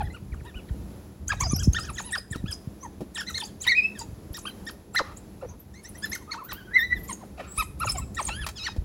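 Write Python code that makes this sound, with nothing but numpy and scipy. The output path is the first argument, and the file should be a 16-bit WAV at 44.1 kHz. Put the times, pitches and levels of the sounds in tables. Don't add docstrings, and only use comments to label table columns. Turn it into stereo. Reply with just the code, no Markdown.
import sys
import numpy as np
from scipy import signal
from scipy.fft import rfft, irfft, next_fast_len
from scipy.io import wavfile
from scipy.ndimage import uniform_filter1d, map_coordinates

SR = 44100
rng = np.random.default_rng(int(sys.argv[2]) if len(sys.argv) > 2 else 0)


def unload_audio(sound):
    columns = np.transpose(np.atleast_2d(sound))
    steps = np.round(np.clip(columns, -1, 1) * 32767)
    wavfile.write(sys.argv[1], SR, steps.astype(np.int16))


N = 389844
TIME = np.arange(N) / SR

# start_s, length_s, middle_pitch_hz, gesture, level_db, second_db, upper_db
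CHIRP_CALLS = [(0, 0.021, 800, "sag", -30, -10, -22), (0.025, 0.062, 2000, "arch", -47.5, -17, -37),
               (0.101, 0.023, 2110, "level", -45, -17, -33), (0.135, 0.046, 1400, "hook", -47, -2.5, -24),
               (0.322, 0.028, 1810, "drop", -46.5, -23, -45), (0.4, 0.015, 1964, "drop", -54.5, -18, -30),
               (0.444, 0.04, 950, "climb", -49, -10, -16), (0.453, 0.06, 1880, "bow", -49.5, -8, -34),
               (0.544, 0.06, 1507, "bow", -52.5, 8, -33), (0.686, 0.015, 1675, "drop", -51, -7.5, -38),
               (1.293, 0.02, 1696, "level", -19, -22.5, -28),
               (1.314, 0.027, 1084, "drop", -30.5, -3.5, -15), (1.404, 0.04, 1155, "arch", -29.5, -5, -20),
               (1.448, 0.029, 725, "sag", -37.5, -11, -19), (1.499, 0.043, 1217, "rise", -41, -12, -19),
               (1.544, 0.04, 750, "sag", -48.5, -6, -15), (1.587, 0.043, 1640, "bow", -40.5, -1, -25),
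               (1.747, 0.043, 1844, "arch", -27, -5.5, -19), (1.78, 0.02, 1336, "sag", -32.5, -24, -20),
               (1.829, 0.037, 1674, "rise", -44, -7, -8), (1.867, 0.051, 1352, "drop", -37.5, -10, -20.5),
               (1.955, 0.024, 1680, "hook", -49, 3, -15), (1.979, 0.028, 1550, "drop", -32, -8.5, -15.5),
               (2.029, 0.089, 1002, "arch", -50.5, -6, -4.5),
               (2.126, 0.04, 1848, "hook", -25, -12.5, -21.5), (2.151, 0.036, 898, "drop", -43, -15, -23),
               (2.32, 0.049, 1520, "drop", -37, -11, -22.5),
               (2.461, 0.064, 1720, "arch", -41.5, -0.5, -15.5),
               (2.831, 0.035, 997, "sag", -39.5, -13.5, -48), (3.157, 0.028, 1493, "drop", -37.5, 2.5, -20),
               (3.177, 0.036, 1870, "rise", -34.5, -12, -5.5),
               (3.201, 0.018, 1595, "sag", -27.5, -11, -25.5), (3.267, 0.034, 2020, "level", -36, -2, -10),
               (3.292, 0.021, 1397, "sag", -40.5, -13.5, -21), (3.344, 0.04, 2160, "rise", -37, 6.5, -8),
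               (3.372, 0.02, 1622, "drop", -39.5, -19.5, -16), (3.397, 0.027, 1764, "hook", -45.5, 12, -6),
               (3.423, 0.018, 886, "sag", -39, -14, -20), (3.622, 0.04, 1560, "drop", -49.5, 9.5, -0.5),
               (3.666, 0.0084, 1010, "rise", -37.5, 12, -3.5), (3.952, 0.032, 1734, "sag", -44, -8.5, -18),
               (4, 0.029, 952, "sag", -40.5, -21, -19.5), (4.339, 0.036, 1924, "arch", -45, -0.5, -0.5),
               (4.372, 0.02, 1240, "drop", -45, -20, -24), (4.453, 0.0087, 1197, "climb", -36.5, -21, -29),
               (4.456, 0.032, 1567, "rise", -37, 2.5, -17.5), (4.667, 0.035, 1804, "hook", -36.5, -8, -10),
               (5.411, 0.015, 1363, "rise", -50.5, -11, -20), (5.74, 0.068, 2110, "climb", -50, -11, -9),
               (5.843, 0.044, 2000, "climb", -48, -13, -1), (5.945, 0.034, 1967, "climb", -48.5, -24, -7.5),
               (6.025, 0.032, 1747, "level", -28, -14, -13), (6.055, 0.011, 1437, "sag", -46, -6, -23),
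               (6.118, 0.042, 2122, "bow", -29.5, -14, -7.5), (6.151, 0.017, 1508, "sag", -40, -13, -18),
               (6.208, 0.029, 1004, "sag", -54, -5, -23), (6.311, 0.022, 2212, "level", -34.5, -1, -11.5),
               (6.326, 0.028, 1504, "drop", -37.5, -20, -14.5), (6.491, 0.04, 1850, "slide", -39, -5, -10),
               (7.09, 0.03, 1037, "sag", -35.5, -4.5, -17.5), (7.206, 0.04, 925, "drop", -46.5, -11, -27),
               (7.578, 0.048, 1314, "rise", -27, -3.5, -15.5),
               (7.805, 0.052, 1325, "dive", -26.5, -12.5, -25), (7.871, 0.021, 1271, "sag", -29, -4.5, -20),
               (7.945, 0.031, 742, "sag", -36.5, -16, -13.5), (7.981, 0.025, 1057, "sag", -37.5, -9, -28),
               (8.167, 0.028, 1837, "hook", -34.5, -9, -18), (8.182, 0.034, 1080, "drop", -28, -10, -19.5),
               (8.279, 0.027, 869, "drop", -36, -3.5, -8), (8.657, 0.033, 1720, "drop", -29, -10, -24)]
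CHIRP_GESTURES = {"arch": (.76, .68), "hook": (.93, .57), "drop": (1.3, 0.548), "rise": (.83, 0.77),
                  "sag": (1.1, 0.876), "dive": (.92, 0.361), "bow": (.81, .76), "slide": (1.03, 0.29),
                  "level": (.91, .92), "climb": (.86, 1.03)}
CHIRP_WAVER, CHIRP_FLUTTER_DB = 0.012, 3.5
CHIRP_CREST, CHIRP_WIDTH = 0.47, 0.49
CHIRP_DB, WHISTLE_DB = -0.6, -1
OVERTONE_FALL_DB = -4

# middle_s, length_s, middle_pitch_hz, gesture, level_db (at the middle)
WHISTLE_CALLS = [(1.283, 0.011, 6780, "up", -25.5), (1.409, 0.016, 6550, "up", -20.5),
                 (1.52, 0.037, 9500, "sway", -36), (1.565, 0.0099, 11500, "hold", -28.5),
                 (1.634, 0.017, 6550, "down", -26), (1.647, 0.024, 5270, "dip", -28),
                 (1.735, 0.007, 6350, "hold", -21.5), (1.797, 0.011, 7650, "down", -30.5),
                 (1.816, 0.064, 5070, "sway", -35), (1.853, 0.026, 5900, "up", -38),
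                 (1.903, 0.021, 9800, "up", -39), (1.947, 0.036, 6400, "dip", -37.5),
                 (1.993, 0.049, 6740, "sway", -31.5), (2.018, 0.023, 6600, "dip", -33),
                 (2.065, 0.084, 10660, "crest", -38), (2.12, 0.026, 8330, "up", -28),
                 (2.183, 0.022, 5000, "hold", -25.5), (2.315, 0.022, 7970, "up", -33.5),
                 (2.514, 0.011, 9040, "down", -32.5), (2.529, 0.033, 5130, "dip", -29.5),
                 (2.835, 0.064, 6180, "hold", -42.5), (3.151, 0.0131, 7430, "up", -31.5),
                 (3.209, 0.016, 10900, "up", -36), (3.301, 0.0126, 12000, "down", -43),
                 (3.308, 0.02, 7200, "down", -37), (3.381, 0.0067, 6870, "dip", -26),
                 (3.402, 0.0075, 9200, "up", -29), (3.439, 0.019, 4730, "dip", -33),
                 (3.455, 0.035, 6950, "up", -37), (3.62, 0.033, 7040, "up", -29.5),
                 (3.626, 0.013, 12600, "up", -43), (3.672, 0.0096, 11900, "down", -30),
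                 (3.992, 0.0073, 8000, "down", -30.5), (4, 0.027, 4750, "dip", -34.5),
                 (4.02, 0.064, 7020, "hold", -44), (4.334, 0.011, 11500, "up", -39.5),
                 (4.371, 0.017, 11800, "down", -36.5), (4.389, 0.028, 7540, "down", -36.5),
                 (4.454, 0.09, 9800, "dip", -46), (4.656, 0.013, 10100, "up", -46),
                 (4.712, 0.02, 11100, "up", -41.5), (4.948, 0.03, 7900, "hold", -38),
                 (4.953, 0.0116, 11300, "up", -32.5), (5.173, 0.018, 7280, "up", -37.5),
                 (5.498, 0.072, 6160, "hold", -49.5), (5.604, 0.023, 12400, "hold", -45),
                 (5.837, 0.013, 9340, "up", -39.5), (5.895, 0.027, 10400, "down", -40.5),
                 (5.99, 0.05, 10300, "down", -44.5), (6.057, 0.015, 12600, "down", -38.5),
                 (6.102, 0.022, 11500, "hold", -37), (6.152, 0.014, 12200, "down", -32.5),
                 (6.449, 0.027, 14800, "hold", -37), (6.532, 0.018, 14500, "down", -30.5),
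                 (6.799, 0.065, 14900, "sway", -38.5), (6.99, 0.048, 13000, "sway", -39),
                 (7.048, 0.031, 12630, "sway", -33.5), (7.086, 0.026, 7400, "hold", -37.5),
                 (7.105, 0.04, 8800, "hold", -29), (7.131, 0.019, 6470, "dip", -28.5),
                 (7.525, 0.11, 8030, "hold", -39.5), (7.563, 0.026, 7970, "hold", -33),
                 (7.579, 0.028, 9050, "up", -25.5), (7.601, 0.04, 11350, "hold", -37),
                 (7.628, 0.033, 8050, "down", -36.5), (7.801, 0.013, 10100, "up", -29.5),
                 (7.859, 0.036, 6450, "dip", -31), (7.866, 0.02, 11000, "up", -36),
                 (7.898, 0.021, 10730, "hold", -37), (7.9, 0.027, 5167, "hold", -17),
                 (7.921, 0.0057, 8050, "up", -21.5), (7.985, 0.034, 7760, "sway", -26.5),
                 (8.149, 0.008, 7360, "up", -36), (8.156, 0.0099, 7460, "dip", -33),
                 (8.189, 0.03, 9900, "crest", -46), (8.21, 0.051, 8400, "sway", -31.5),
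                 (8.228, 0.012, 6100, "dip", -30.5), (8.25, 0.026, 8780, "hold", -25),
                 (8.274, .024, 6500, "dip", -24.5), (8.368, .11, 10790, "level", -44),
                 (8.44, .06, 9550, "dip", -42.5)]
WHISTLE_GESTURES = {"up": (.88, 1.51), "down": (1.7, .79), "dip": (1.3, 1.5), "hold": (0.92, 0.96),
                    "sway": (0.88, 1.1), "crest": (0.5, 0.79), "level": (0.78, .93)}
# time_s, pitch_hz, level_db
TRILL_CONTOUR = [(1.426, 7500, -41), (1.442, 4800, -29.5), (1.46, 4950, -32.5), (1.47, 6150, -43),
                 (1.485, 6400, -39), (1.502, 6000, -25.5), (1.528, 6950, -40), (1.543, 5300, -34),
                 (1.556, 5150, -30), (1.565, 5950, -26.5), (1.574, 5000, -46), (1.591, 4800, -32.5),
                 (1.6, 7300, -34), (1.606, 8600, -44)]
WARBLE, WARBLE_RATE = 0.022, 200
WHISTLE_EDGE_DB = -19
HISS_DB, HISS_SPREAD_S = -18, 0.0078
SPRAY_DB, SPRAY_S = -6, 0.014

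# time_s, pitch_hz, level_db, second_db, upper_db, roughness (0-1)
YELP_CONTOUR = [(4.945, 1340, -33, -12, -21, .5), (4.955, 1495, -22, -20, -27, 0.33),
                (4.964, 1978, -18, -14, -21.5, 0.05), (4.972, 2099, -16, -8, -24, 0),
                (4.986, 1827, -22, -7, -13, 0.17), (4.994, 1364, -17, -22, -16, 0.12),
                (5.002, 978, -23.5, -28, -30.5, 0.54), (5.007, 580, -29.5, -8, -22.5, 0.7),
                (5.022, 427, -33, -5, -19, 0.6)]
# time_s, pitch_hz, level_db, second_db, upper_db, roughness (0-1)
NASAL_CONTOUR = [(8.556, 1730, -58, 6, 3, .1), (8.572, 1700, -50, 9, 6, .1), (8.597, 1280, -54, 9, 9, .1),
                 (8.63, 1280, -52, 7, 10, .1), (8.655, 1530, -49, 11, 11, .1), (8.69, 1260, -56, 5, 8, .15),
                 (8.73, 1250, -62, 3, 8, .15)]
# time_s, pitch_hz, level_db, second_db
WHIMPER_CONTOUR = [(6.275, 1197, -43.5, -26), (6.305, 1293, -42.5, -27), (6.335, 889, -47.5, -20),
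                   (6.368, 928, -36.5, -21), (6.398, 1360, -39, -32), (6.425, 964, -40, -21.5),
                   (6.455, 1346, -54.5, -15), (6.485, 1646, -37, -22), (6.515, 1166, -49.5, -19),
                   (6.55, 1394, -51.5, 1), (6.585, 1664, -39.5, -14.5), (6.615, 1465, -50, -4.5),
                   (6.655, 1614, -59, -4), (6.68, 1464, -47.5, -18), (6.73, 1725, -32.5, -37)]
MEW_CONTOUR = [(8.28, 1050, -36, -10), (8.297, 1310, -40, 0), (8.32, 1350, -45, 9), (8.36, 1596, -36, -3),
               (8.39, 1740, -32.5, -24), (8.42, 1690, -34.5, -7), (8.452, 1190, -41.5, 4)]
# time_s, pitch_hz, level_db, second_db
SQUEAL_CONTOUR = [(3.672, 1950, -47, -8), (3.676, 1824, -22.5, 2), (3.696, 2257, -15.5, -8.5),
                  (3.726, 1883, -17, -7.5), (3.74, 1843, -29, -23), (3.752, 2370, -28.5, -29.5),
                  (3.768, 2540, -24.5, -19), (3.79, 2533, -14.5, -20), (3.816, 2385, -28, -26.5),
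                  (3.834, 2570, -33, -9.5), (3.853, 2590, -20.5, -28.5), (3.885, 2600, -35, -22),
                  (3.95, 2650, -50, -23)]
WHINE_CONTOUR = [(6.732, 1910, -37, -32), (6.746, 1962, -21.5, -13), (6.766, 2065, -12.5, -34),
                 (6.804, 1776, -29, -3.5), (6.844, 2000, -24, -17), (6.882, 1926, -50, -7),
                 (6.93, 1975, -19.5, -31), (6.952, 2003, -40.5, -14.5), (6.972, 1757, -43.5, -5),
                 (6.988, 1630, -55, 0.5)]
SQUEAL_LEAD_S, WHINE_LEAD_S = .00003, -0.00025
# start_s, length_s, middle_pitch_hz, level_db, second_db, upper_db
GRUNT_CALLS = [(5.424, 0.0214, 544, -33.5, -28, -26), (5.444, 0.022, 475, -39, -11, -21),
               (7.378, 0.015, 716, -41.5, -9, -21), (7.391, 0.0292, 641.5, -35.5, -10, -11.5)]
# start_s, length_s,
# centre_hz, level_db
RASP_CALLS = [(5.023, 0.15, 1160, -46.5), (5.42, 0.045, 900, -53), (5.479, 0.098, 990, -53.5),
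              (6.511, 0.043, 1200, -35), (7.367, 0.13, 2500, -53), (7.419, 0.11, 1350, -47),
              (7.51, 0.076, 1220, -52.5)]

# start_s, level_db, body_hz, decay_s, rattle_db (against the body)
FENCE_KNOCKS = [(2.358, -20, 227, 0.0038, -15), (3.006, -25, 288, 0.017, -23.5),
                (4.233, -47, 500, 0.0025, -10), (8.464, -25, 1130, 0.007, 0.5),
                (8.473, -47, 1110, 0.0065, 11), (8.487, -35, 1500, 0.0074, 6),
                (8.763, -25, 305, 0.0058, -17.5)]
# time_s, level_db
FENCE_ECHO_LEVEL = [(1.4, -17), (2.2, -15.5), (3.3, -8.5), (4.5, -8.5), (4.97, -20), (6.1, -11.5),
                    (6.7, -10), (7.6, -20), (8.6, -18)]
FENCE_ECHO_S, FENCE_ECHO_HZ = .023, 2430
SCATTER_DB, SCATTER_S = -10.5, 0.0085
TAIL_DB, TAIL_T60_S = -17, 0.37
ROAM_RATE = 2.5
FAR_ECHO_DB, FAR_ECHO_S, FAR_SPREAD_S = -37.5, 0.0924, 0.014

# frequency_hz, level_db
DISTANT_COLOUR = [(40, -27.5), (100, 0.5), (160, 0.5), (200, 12), (245, -1), (300, 3.5), (600, -7),
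                  (1200, -15.5), (3000, -25), (7000, -26.5), (11000, -23.5), (13500, -24.5), (15500, -29.5)]
DISTANCE_DB = -47.5
# frequency_hz, level_db
WIND_SPECTRUM = [(20, -32), (45, -2), (70, 4), (120, -4), (200, -15.5), (400, -29.5), (1000, -98)]
# centre_s, level_db, half_width_s (to 1/e of the power)
WIND_GUSTS = [(.04, -30, 0.053), (.36, -36, 0.071), (.84, -39, 0.09), (1.46, -33, 0.16),
              (1.64, -28.5, 0.093), (1.85, -39, 0.13), (2.45, -35, 0.053), (4.2, -47.5, 0.083),
              (6.961, -41.5, 0.085), (7.918, -34.5, 0.14), (8.4, -40, 0.13), (8.82, -35.5, 0.057)]
# start_s, peak_db, starting_hz, length_s (peak after a quarter of it)
EDDIES = [(0.223, -30.5, 202, 0.015), (0.321, -26.5, 111, 0.027), (0.415, -30, 130, 0.017),
          (.555, -29, 91, 0.036), (0.706, -19.5, 150, 0.034), (1.422, -17.5, 135, 0.035),
          (1.533, -12, 262, 0.01), (1.673, -9, 355, 0.04), (2.31, -25.5, 222, 0.023),
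          (2.44, -19, 244, 0.012), (2.673, -23, 209, 0.015), (4.087, -30, 140, 0.021),
          (4.306, -27, 100, 0.019), (6.963, -31.5, 70, 0.038), (7.58, -25, 80, 0.039),
          (7.998, -22.5, 169.5, 0.022), (8.283, -30, 80, 0.03), (8.402, -27, 108, 0.036),
          (8.782, -18, 78.5, 0.032)]
WIND_DB = -49.5
GUST_DB, GUST_RATE = 3.6, 19
BUFFET_LEAD = -0.27

# frequency_hz, left_minus_right_db, left_lead_rad
PORT_DIFFERENCE = [(100, -1.5, -0.5), (494, 0.5, 0.72), (900, 3, 1.06), (1457, -4, 1.89), (1780, -7.5, 4),
                   (2295, 1, 4.5), (2730, 1.5, 8), (3370, 10, 8.5), (3940, 3, 13.5), (5270, 4, 13.5),
                   (6200, 3.5, 14), (7250, 0, 14)]
# frequency_hz, left_lead_rad
PORT_TREBLE_LEAD = [(8100, 9.4), (9000, 8.6), (10300, 6.3), (11500, 6.1), (12700, 3.2), (13800, 2.9),
                    (15700, -.1)]
TOP_HZ = 15900


def undb(db):
    return 10 ** (np.asarray(db) / 20)


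def add(track, start, sound):
    i = max(int(start * SR), 0)
    part = track[..., i:i + sound.shape[-1]]
    part += sound[..., :part.shape[-1]]


def wobble(n, rate):
    x = np.arange(n) / SR * rate
    points = rng.standard_normal(int(x[-1]) + 4)
    return map_coordinates(points, [x + 1], order=2, mode="nearest")


def noise(colour, n):
    hz, db = np.transpose(colour)
    size = next_fast_len(n)
    f = np.maximum(np.fft.rfftfreq(size, 1 / SR), 1)
    gain = undb(np.interp(np.log(f), np.log(hz), db))
    x = irfft(rfft(rng.standard_normal(size)) * gain, size)[:n]
    return x / x.std()


def fade(t, rise, fall):
    nearest_end = np.minimum(t / rise, (t[-1] - t) / fall)
    return np.sin(np.pi / 2 * np.clip(nearest_end, 0, 1)) ** 2


def turns(hz):
    return 2 * np.pi * np.cumsum(hz) / SR


def glide(u, hz, ends):
    return hz * np.polyval(np.polyfit([0, .5, 1], [ends[0], 1, ends[1]], 2), u)


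def contour(rows):
    s, *columns = np.transpose(rows)
    t = np.arange(int(max(s[-1] - s[0], .01) * SR)) / SR
    curves = (np.interp(t + s[0], s, c) for c in columns)
    return t, *(uniform_filter1d(c, size=131, mode="nearest") for c in curves)


def voice(hz, second_db, upper_db, jitter, rasp, slope_db, breath_db):
    n = len(hz)
    phase = turns(hz * (1 + jitter * wobble(n, 515.6)))
    levels = [0, second_db]
    for k in range(3, 9):
        levels.append(upper_db + slope_db * (k - 4) + OVERTONE_FALL_DB * max(k - 4, 0))
    throat_hz = 7400
    tone = sum(undb(db) * np.sin(k * phase) / (1 + (k * hz / throat_hz) ** 6)
               for k, db in enumerate(levels, 1))
    breath = noise([(400, -15), (1300, 0), (4500, -4), (7000, -9), (15000, -21)], n)
    air = breath * (1 + np.cos(phase))
    return np.sqrt(2) * tone * (1 + rasp * wobble(n, 1497.5)) + air * undb(upper_db + breath_db)


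def chirps():
    out = np.zeros(N)
    edge = 0.0045
    for start, length, middle_hz, shape, db, second_db, upper_db in CHIRP_CALLS:
        t = np.arange(int((length + 2 * edge) * SR)) / SR
        u = (t - edge) / length
        hz = np.maximum(glide(u, middle_hz, CHIRP_GESTURES[shape]), 250)
        swell = np.exp(-((u - CHIRP_CREST) / CHIRP_WIDTH) ** 2) * fade(t, 0.0055, 0.0045)
        swell = swell * undb(CHIRP_FLUTTER_DB * wobble(len(t), 157.7))
        swell = swell / np.sqrt(np.mean(swell ** 2))
        slack = 1 - hz / max(hz.max(), 1300)
        hz = hz * (1 + CHIRP_WAVER * wobble(len(t), 107.4))
        call = voice(hz, second_db, upper_db, jitter=.007 + .026 * slack, rasp=.07 + .35 * slack,
                     slope_db=-2.6, breath_db=-13)
        add(out, start - edge, call * swell * undb(db))
    return out


def whistles():
    out, puffs = np.zeros(N), np.zeros(N)
    for middle, length, middle_hz, shape, db in WHISTLE_CALLS:
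        t = np.arange(int(length * SR)) / SR
        u = t / length
        hz = glide(u, middle_hz, WHISTLE_GESTURES[shape])
        phase = turns(hz * (1 + 0.0033 * wobble(len(t), 710) + WARBLE * wobble(len(t), WARBLE_RATE)))
        tone = np.sin(phase) + undb(-20.5) * np.sin(2 * phase) * (2 * hz < SR / 2)
        flutter_db = 2.5 * wobble(len(t), 200)
        level = undb(db + WHISTLE_EDGE_DB * abs(2 * u - 1) + flutter_db)
        add(out, middle - length / 2, np.sqrt(2) * tone * level * fade(t, 0.00091, 0.0011))
        reach = length / 2 + 2 * HISS_SPREAD_S
        add(puffs, middle - reach, undb(db + HISS_DB) * np.hanning(int(2 * reach * SR)) ** 2)
    return out + puffs * noise([(2500, -2.0), (6000, -4.0), (10000, 1.5), (15500, -13.5)], N)


def trill():
    out = np.zeros(N)
    t, hz, db = contour(TRILL_CONTOUR)
    tone = np.sqrt(2) * np.sin(turns(hz * (1 + 0.013 * wobble(len(t), 600))))
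    level = undb(db + 2.4 * wobble(len(t), 202))
    add(out, TRILL_CONTOUR[0][0], tone * level * fade(t, .003, .003))
    return out


def spray(x):
    t = np.arange(SR // 8) / SR
    haze = noise([(3000, -13.0), (7000, -7.5), (11000, 3.0), (15000, 4.5)], len(t)) * np.exp(-t / SPRAY_S)
    return x + undb(SPRAY_DB) * signal.fftconvolve(x, haze / np.linalg.norm(haze))[:N]


def cry(rows):
    out = np.zeros(N)
    t, hz, db, second_db, upper_db, rough = contour(rows)
    call = voice(hz, second_db, upper_db, jitter=.09 * rough, rasp=rough, slope_db=-3, breath_db=-8)
    add(out, rows[0][0], call * undb(db) * fade(t, .003, .004))
    return out


def whine(rows):
    out = np.zeros(N)
    t, hz, db, second_db = contour(rows)
    hoarse = np.clip((1900 - hz) / 600, 0, 1)
    hz = hz * (1 + .009 * wobble(len(t), 110))
    call = voice(hz, second_db, second_db - 19, jitter=.006 + .012 * hoarse, rasp=.05 + .15 * hoarse,
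                 slope_db=-7, breath_db=-6)
    flutter_db = 1.6 * wobble(len(t), 90)
    add(out, rows[0][0], call * fade(t, 0.004, 0.0042) * undb(db + flutter_db))
    return out


def grunts():
    out = np.zeros(N)
    for start, length, middle_hz, db, second_db, upper_db in GRUNT_CALLS:
        t = np.arange(int((length + 0.0075) * SR)) / SR
        hz = glide(t / t[-1], middle_hz, (1.12, .78))
        call = voice(hz, second_db, upper_db, jitter=0.1085, rasp=0.44, slope_db=-4.5, breath_db=-6.5)
        add(out, start - .004, undb(db) * call * fade(t, 0.011, 0.015))
    return out


def rasps():
    out = np.zeros(N)
    for start, length, hz, db in RASP_CALLS:
        t = np.arange(int(length * SR)) / SR
        resonance = [(hz / 3, -24), (hz * .8, -10), (hz, 0), (hz * 1.25, -11), (hz * 4, -30), (hz * 12, -50)]
        air = noise(resonance, len(t))
        add(out, start, air * undb(db + 1.9 * wobble(len(t), 150)) * fade(t, .012, 0.062))
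    return out


def answers(below_db, ceiling_db, lag_s):
    out = np.zeros(N)
    draws = rng.random((len(CHIRP_CALLS), 5))
    for row, (wait, pitch, span, size, top) in zip(CHIRP_CALLS, draws):
        start = row[0] + lag_s * wait
        db = min(row[4] + below_db, ceiling_db) - 7 * size
        t = np.arange(int((0.025 + 0.035 * span) * SR)) / SR
        hz = (1200 + 900 * pitch) * (1 - (t / t[-1] - .35) ** 2)
        call = voice(hz, 1.51, -16.0, jitter=0.013, rasp=0.18, slope_db=-8.0, breath_db=-20.0)
        add(out, start, undb(db) * call * fade(t, 0.033, 0.07))
        t = t[:int(.015 * SR)]
        sweep_hz = (5500 + 4000 * top) * (1 + 0.87 * (t / t[-1]) ** 2)
        add(out, start - t[-1], undb(db) * np.sin(turns(sweep_hz)) * fade(t, 0.0014, 0.0051))
    return out


def knocks():
    out = np.zeros(N)
    t = np.arange(SR // 5) / SR
    for start, db, hz, decay, rattle_db in FENCE_KNOCKS:
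        body = noise([(hz / 4, -26), (hz / 2, -12), (hz, 0), (hz * 2, -15), (hz * 8, -50)], len(t))
        rattle = noise([(300, -20), (1200, 0), (3500, -3), (8000, -8), (15000, -14)], len(t))
        blow = (body + undb(rattle_db) * rattle) * np.exp(-t / decay)
        add(out, start, undb(db) * blow * fade(t, 0.0017, .01))
    return out


def enclosure(x):
    t = np.arange(int(.5 * SR)) / SR
    near_colour = [(200, -1.5), (1000, -3.0), (5000, 1.5), (9000, 1.5), (15000, -2)]
    far_colour = [(200, 3), (900, -4), (2000, -3), (3500, -3), (9000, 3.5), (15000, 0)]

    def through(shape, colour):
        response = shape / np.linalg.norm(shape) * noise(colour, len(t))
        return signal.fftconvolve(x, response)[:N]

    early = np.exp(-t / SCATTER_S) * (t > .002)
    late = undb(-60 * t / TAIL_T60_S) * (t > .015)
    paths = np.array([wobble(N, ROAM_RATE) for _ in range(3)])
    shares = paths / np.linalg.norm(paths, axis=0)
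    scatter = sum(share * through(early, near_colour) for share in shares)
    scatter = scatter + 1.04 * through(early, near_colour) * np.array([[1], [-1]])
    shared, left, right = (through(late, far_colour) for _ in range(3))
    tail = shared + 0.64 * np.array([left, right])
    return x + undb(SCATTER_DB) * scatter + undb(TAIL_DB) * tail


def place(x, lead_s, pan_db):
    left, right = enclosure(x) * undb(np.array([[pan_db], [-pan_db]]) / 2)
    return np.array([left, map_coordinates(right, [np.arange(N) - lead_s * SR], order=3)])


def fence_echo(x):
    bright = signal.sosfilt(signal.butter(1, FENCE_ECHO_HZ, "high", fs=SR, output="sos"), x)
    level_db = np.interp(TIME, *np.transpose(FENCE_ECHO_LEVEL))
    return np.interp(TIME - FENCE_ECHO_S, TIME, bright) * undb(level_db)


def far_echo(x):
    t = np.arange(SR // 4) / SR
    smear = np.exp(-((t - FAR_ECHO_S) / FAR_SPREAD_S) ** 2)
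    colour = [(500, -0.5), (1200, -13.5), (2000, -12), (4000, -30.5), (9000, -51.0)]
    responses = [smear * noise(colour, len(t)) for _ in range(2)]
    echoes = [signal.fftconvolve(x, r / np.linalg.norm(r))[:N] for r in responses]
    return undb(FAR_ECHO_DB) * np.array(echoes)


def distance():
    mid, side = noise(DISTANT_COLOUR, N), noise(DISTANT_COLOUR, N)
    side = signal.sosfilt(signal.butter(1, 900, "high", fs=SR, output="sos"), side)
    side = signal.sosfilt(signal.butter(10, 7300, fs=SR, output="sos"), side)
    low = signal.sosfiltfilt(signal.butter(2, 700, fs=SR, output="sos"), mid)
    mid = mid - low + low * undb(1.55 * wobble(N, 17))
    return np.array([mid + 0.66 * side, mid - 0.96 * side]) * undb(DISTANCE_DB + 1.53 * wobble(N, 4.1))


def wind():
    power = undb(WIND_DB + GUST_DB * wobble(N, GUST_RATE)) ** 2
    for centre, db, width in WIND_GUSTS:
        u = np.arange(-min(3, centre / width), 3, 1 / (width * SR))
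        add(power, centre - 3 * width, undb(db) ** 2 * np.exp(-u ** 2))
    shared = noise(WIND_SPECTRUM, N)
    out = np.array([shared + 0.57 * noise(WIND_SPECTRUM, N) for _ in range(2)]) * np.sqrt(power)
    for start, peak_db, hz, length in EDDIES:
        t = np.arange(int(2 * length * SR)) / SR
        phase = turns(45 + (hz - 45) * np.exp(-t / 0.00787))
        swing = np.sin(phase + BUFFET_LEAD * np.array([[1], [-1]]))
        age = 4 * t / length
        add(out, start, -undb(peak_db) * swing * age * np.exp(1 - age))
    return out


def ports(x):
    f = np.fft.rfftfreq(N, 1 / SR)
    hz, db, _ = np.transpose(PORT_DIFFERENCE)
    leads = [(row[0], row[2]) for row in PORT_DIFFERENCE] + PORT_TREBLE_LEAD
    lead = np.interp(f, *np.transpose(leads))
    left = undb(np.interp(f, hz, db) / 2) * np.exp(.5j * lead)
    return irfft(rfft(x) * np.array([left, 1 / left]), N)


def scene():
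    pack = undb(CHIRP_DB) * chirps() + undb(WHISTLE_DB) * spray(whistles() + trill())
    pack = pack + cry(YELP_CONTOUR) + grunts() + rasps() + knocks()
    pack = pack + answers(below_db=-5.0, ceiling_db=-43.0, lag_s=.06)
    pack = pack + whine(WHIMPER_CONTOUR) + whine(MEW_CONTOUR) + cry(NASAL_CONTOUR)
    field = enclosure(pack) + fence_echo(pack) + far_echo(pack) + distance()
    field = field + place(whine(SQUEAL_CONTOUR), SQUEAL_LEAD_S, pan_db=-1.0)
    field = field + place(whine(WHINE_CONTOUR), WHINE_LEAD_S, pan_db=-1.0)
    return ports(field) + wind()


def record(dry):
    return signal.sosfilt(signal.ellip(10, .2, 70, TOP_HZ, fs=SR, output="sos"), dry)


dry = scene()
out = record(dry)
unload_audio(out)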